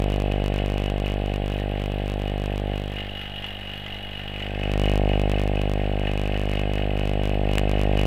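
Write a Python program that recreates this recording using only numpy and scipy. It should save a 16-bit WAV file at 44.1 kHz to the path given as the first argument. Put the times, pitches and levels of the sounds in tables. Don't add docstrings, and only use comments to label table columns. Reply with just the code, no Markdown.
import sys
import numpy as np
from scipy import signal
from scipy.io import wavfile

SR = 44100
rng = np.random.default_rng(int(sys.argv[2]) if len(sys.argv) > 2 else 0)


def store_wav(level_fs):
    pcm = np.round(np.clip(np.atleast_2d(level_fs), -1, 1) * 32767)
    wavfile.write(sys.argv[1], SR, pcm.T.astype(np.int16))


N = 355446
TIME = np.arange(N) / SR
MAINS_HZ, FIRST_PULSE_S = 50.042, .00068

# t/s, share (0 to 1)
FACING_PUMP = [(0, 0.25), (2.6, 0.39), (3.15, 0.88), (4.15, 0.81), (4.4, 0.4), (4.7, 0.03), (8.05, 0.07)]
# f/Hz, width/Hz, level/dB
FRONT_RINGING = [(1825, 8.2, -1), (2044, 26, -0.5), (2897, 55, 7.5), (3290, 16, -9), (3760, 40, -43)]
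# f/Hz, level/dB
CASING_COLOUR = [(400, -23.5), (780, -5), (1150, -12.5), (1700, 1.5), (2100, -3.5), (2350, -8.5),
                 (2750, 0.5), (3400, -4), (3950, -11.5), (4600, -18), (5400, -38), (7000, -48),
                 (16000, -59)]


def amp(db):
    return 10 ** (np.asarray(db) / 20)


def unit(x):
    return x / np.sqrt(np.mean(x ** 2) + 1e-20)


def curve(rows):
    return np.interp(TIME, *np.transpose(rows))


def ring(x, response):
    return signal.oaconvolve(x, response)[:N]


def impulses(times, sizes):
    return np.bincount(np.round(np.abs(times) * SR).astype(int), sizes, N)[:N]


def colour(x, points, size=4096):
    hz, db = np.transpose(points)
    bins_hz = abs(np.fft.fftfreq(size, 1 / SR)) + 1
    log_gain = np.log(amp(np.interp(np.log(bins_hz), np.log(hz), db)))
    spectrum = np.exp(np.conj(signal.hilbert(log_gain)))
    return ring(x, np.fft.ifft(spectrum).real[:size // 2])


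def resonances(modes, oil_damping_hz=14, size=3000):
    t = TIME[:size]
    response = np.zeros(size)
    for hz, width_hz, db in modes:
        damped_hz = width_hz + oil_damping_hz
        response += amp(db) * damped_hz * np.exp(-np.pi * damped_hz * t) * np.sin(2 * np.pi * hz * t)
    return response / np.linalg.norm(response)


def rattle(kicks, crack_s, tail_s, tail_db, size=4000):
    t = TIME[:size]
    power = np.exp(-2 * t / crack_s) + amp(tail_db) ** 2 * np.exp(-2 * t / tail_s)
    return np.sqrt(np.abs(ring(kicks ** 2, power))) * rng.standard_normal(N)


def background(room_db=-48, rumble_db=-44, whine_hz=7865, whine_db=-74):
    # f/Hz, level/dB
    room_colour = [(30, -36), (120, -13), (300, -15.5), (550, 0), (800, 7.5), (1000, -7), (1300, -10),
                   (2500, -5), (4000, -26), (6000, -46), (10000, -29), (15500, -36)]
    # f/Hz, level/dB
    motor_tones = [(100.08, -49), (148, -55), (200.17, -50.5), (719.2, -57), (819.2, -56)]
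    rumble_colour = [(10, 4), (25, -10), (50, -7), (90, -18), (300, -47), (1000, -76)]  # f/Hz, level/dB
    facing = curve(FACING_PUMP)
    room = amp(room_db) * unit(colour(rng.standard_normal(N), room_colour))
    hum = sum(amp(db) * np.sqrt(2) * np.sin(2 * np.pi * hz * TIME) for hz, db in motor_tones)
    whine = amp(whine_db - 6 * facing) * np.sqrt(2) * np.sin(2 * np.pi * whine_hz * TIME)
    rumble = unit(colour(rng.standard_normal(N), rumble_colour))
    return room + hum + whine + amp(rumble_db) * (facing + amp(-12)) * rumble


def click(start_s=7.5824, peak_db=-7.5, bounce_s=.00113, bounce_db=-10):
    # f/Hz, level/dB, time to fade by 60 dB/s
    click_notes = [(1820, -8, 0.0046), (2300, 6, 0.0045), (2820, 8.5, .006), (3860, -12, .004),
                   (4470, -8, .003), (5840, -11, .003), (7400, 0.5, 0.0042), (10800, -17, 0.0045),
                   (13900, -13, .003)]
    t = TIME[:1500]
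    body = sum(amp(db - 60 * t / fade_s) * np.sin(2 * np.pi * hz * t) for hz, db, fade_s in click_notes)
    hits = impulses([start_s, start_s + bounce_s], amp([peak_db, peak_db + bounce_db]))
    return ring(hits, -body / abs(body).max())


def knocks(slap_db=-2, casing_db=-8, thump_db=3):
    # t/s, slap level/dB, thump level/dB
    hard_knocks = [(0.587, -20, -34), (2.9846, -25, -35), (3.0044, -26, -39), (3.4421, -15, -38),
                   (3.8638, -19, -35), (4.339, -24, -32), (4.402, -21, -28), (4.4223, -22, -28),
                   (4.7361, -23, -34), (4.84, -19, -35), (4.8818, -20, -36), (5.0904, -22, -36),
                   (5.1323, -22, -37), (5.3834, -20, -39), (6.0706, -21, -35), (6.571, -21, -34),
                   (6.78, -19, -35)]
    # f/Hz, level/dB
    body_colour = [(700, -35), (1300, -16), (1650, -12), (2100, 4), (2600, -14), (5000, -45)]
    times, slap_levels, thump_levels = np.transpose(hard_knocks)
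    slaps = rattle(impulses(times, amp(slap_levels + slap_db)), crack_s=.0028, tail_s=.016, tail_db=-11)
    thumps = rattle(impulses(times, amp(thump_levels + thump_db)), crack_s=.004, tail_s=.016, tail_db=-3)
    ringing = ring(slaps, resonances(FRONT_RINGING)) / 2
    return amp(casing_db) * colour(slaps, CASING_COLOUR) + ringing + colour(thumps, body_colour)


def belt(times, lap_hz=4.19, tight_s=.118):
    return np.cos(2 * np.pi * lap_hz * (times - tight_s))


def strokes(stroke_hz=47.945, first_s=.0018, belt_db=1, spread_db=1.42, jitter_s=.00008):
    times = np.arange(first_s, TIME[-1], 1 / stroke_hz)
    force, lateness = rng.standard_normal((len(times), 2)).T
    return impulses(times + jitter_s * lateness, amp(belt_db * belt(times) + spread_db * force))


def clack(hz, length_s, sweep_hz):
    t = TIME[:round(length_s * SR)]
    cycles = (hz + sweep_hz * (t / length_s - 1) / 2) * t
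    return np.sin(np.pi * t / length_s) ** 2 * np.sin(2 * np.pi * cycles)


def clatter(kicks, facing, level_db, cover_delay_s=.001951, cover_spread_db=3.5):
    spatter = unit(rattle(kicks, crack_s=.0012, tail_s=.023, tail_db=-11.5))
    churn = rng.standard_normal(N)
    side = amp(-4) * unit(ring(kicks, clack(hz=2613, length_s=.0027, sweep_hz=740)))
    side += amp(-2) * ring(unit(spatter + amp(-4) * churn), resonances(side_ringing()))
    cover = np.pad(clack(hz=2842, length_s=.0098, sweep_hz=-100), (round(cover_delay_s * SR), 0))
    uneven_kicks = kicks * amp(cover_spread_db * rng.standard_normal(N))
    front = amp(-7) * unit(ring(uneven_kicks, cover))
    front += amp(-4) * ring(unit(spatter + amp(-9) * churn), resonances(FRONT_RINGING))
    blend = amp(level_db) * (np.sqrt(1 - facing) * side + np.sqrt(facing) * front)
    return colour(blend, [(3800, 0.5), (6000, -2.5)])


def side_ringing():
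    # f/Hz, width/Hz, level/dB
    side_notes = [(1598, 3.4, -5.5), (1858, 3.3, -1.5), (2145, 116, -5), (2590, 75, 0), (2906, 10.3, 4)]
    return side_notes


def casing_wash(kicks, clatter_db, level_db=-48, usual_clatter_db=-40, follow_share=.099):
    wash = unit(rattle(kicks, crack_s=.00054, tail_s=.072, tail_db=4))
    churn = amp(2) * rng.standard_normal(N)
    swell_db = follow_share * (clatter_db - usual_clatter_db)
    return amp(level_db + swell_db) * unit(colour(wash + churn, CASING_COLOUR))


def valve_ticks(kicks, facing, level_db=-72, facing_boost_db=8):
    # f/Hz, level/dB
    tick_colour = [(3000, -19), (5500, -17), (7000, -26), (8800, -8), (9900, 3), (11000, -2), (12100, 5),
                   (12700, 4), (13500, 5), (15500, -4)]
    ticks = rattle(kicks ** 2, crack_s=.0025, tail_s=.016, tail_db=-6)
    return amp(level_db + facing_boost_db * facing) * unit(colour(ticks, tick_colour))


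def rasp(kicks, facing, level_db=-47):
    # f/Hz, level/dB
    edge = [(2000, -40), (3000, -11), (3220, 4), (3600, -10), (3900, -5), (4600, -43), (8000, -54)]
    bursts = rattle(kicks, crack_s=.0016, tail_s=.01, tail_db=2)
    return facing * amp(level_db) * unit(colour(bursts, edge))


def pump(belt_swell_db=1.4):
    # t/s, level/dB
    clatter_levels = [(0, -44.5), (0.6, -41), (1.1, -43), (2.2, -45), (2.88, -43.5), (3.0, -37.5),
                      (3.9, -38.5), (4.3, -39), (4.8, -38.5), (5.15, -39), (5.5, -41), (5.9, -41.5),
                      (6.1, -39), (7.3, -41.5), (8.05, -37.5)]
    kicks, facing = strokes(), curve(FACING_PUMP)
    clatter_db = curve(clatter_levels) + belt_swell_db * belt(TIME)
    casing = clatter(kicks, facing, clatter_db) + casing_wash(kicks, clatter_db)
    return casing + valve_ticks(kicks, facing) + rasp(kicks, facing)


def stray_field(mains_db=-15.5, octave_db=-30):
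    angle = 2 * np.pi * MAINS_HZ * (TIME - FIRST_PULSE_S)
    return amp(mains_db) * np.cos(angle + np.pi / 8) + amp(octave_db) * np.cos(2 * angle)


def snaps(starts, sizes, crest_s=.00087, stray_chance=.12):
    # start t/s, length/s
    bursts = [(0, .05), (.09, .06), (.19, .04), (.43, .06), (.55, .04), (.65, .1), (.77, .1), (.97, .04),
              (1.05, .1), (1.33, .04), (1.45, .1), (1.57, .04), (1.79, .06), (2.05, .08), (2.19, .04),
              (2.37, .1), (2.55, .06), (2.75, .22), (4.71, .04), (4.77, .1), (4.89, .1), (5.19, .04),
              (5.29, .04), (5.39, .06), (5.69, .04), (6.11, .04), (6.19, .1), (6.37, .08), (6.49, .08),
              (6.59, .04), (6.73, .04), (6.97, .04), (7.05, .06), (7.25, .06), (7.51, .06), (7.69, .04),
              (7.79, .06), (7.97, .09)]
    # f/Hz, level/dB, fade time/s
    circuit_notes = [(712, -14.5, 0.0018), (2440, -14, 0.00045)]
    in_burst = sum((starts > begin) & (starts < begin + length) for begin, length in bursts) > 0
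    snapping = in_burst | (rng.random(len(starts)) < stray_chance)
    t = TIME[:round(SR / MAINS_HZ)]
    drop = -sum(amp(db) * np.exp(-t / fade_s) * np.cos(2 * np.pi * hz * t)
                for hz, db, fade_s in circuit_notes)
    crackle = ring(impulses(starts + crest_s, snapping * sizes), drop)
    return colour(crackle, [(3000, -0.5), (8000, -2), (15000, -5)])


def current_pulse(ring_hz=510, climb_hz_per_s=100000, ring_s=.0014, drain_s=.0017,
                  glow_s=.00515, fade_s=.0027):
    t = TIME[:round(SR / MAINS_HZ)]
    cycles = (ring_hz + climb_hz_per_s * t / 2) * t
    current = np.exp(-t / drain_s) - np.exp(-t / ring_s) * np.cos(2 * np.pi * cycles)
    return current * np.clip((glow_s - t) / fade_s, 0, 1)


def buzz(boost_db=18, flicker=.013, snap_spread_db=2):
    # t/s, level/dB
    leak_levels = [(0, -29), (1.82, -33), (2.73, -32.7), (3.25, -46), (4.17, -45.5), (4.44, -39),
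                   (4.82, -27), (5.0, -26.5), (5.56, -29.5), (6.14, -31), (6.95, -30.5), (8.05, -26.5)]
    starts = np.arange(FIRST_PULSE_S, TIME[-1], 1 / MAINS_HZ)
    wobble, snap_force = rng.standard_normal((len(starts), 2)).T
    current = current_pulse()
    pulses = ring(impulses(starts, 1 + flicker * wobble), current) - current.mean()
    crackle = snaps(starts, amp(snap_spread_db * snap_force))
    return amp(curve(leak_levels) + boost_db) * (pulses + crackle + stray_field())


def scene():
    return (buzz() + pump() + knocks() + click() + background())[None]


def record(dry, cutoff_hz=15850):
    low_pass = signal.firwin(511, cutoff_hz, window=("kaiser", 9), fs=SR)
    return signal.oaconvolve(dry, low_pass[None], "same")


dry = scene()
out = record(dry)
store_wav(out)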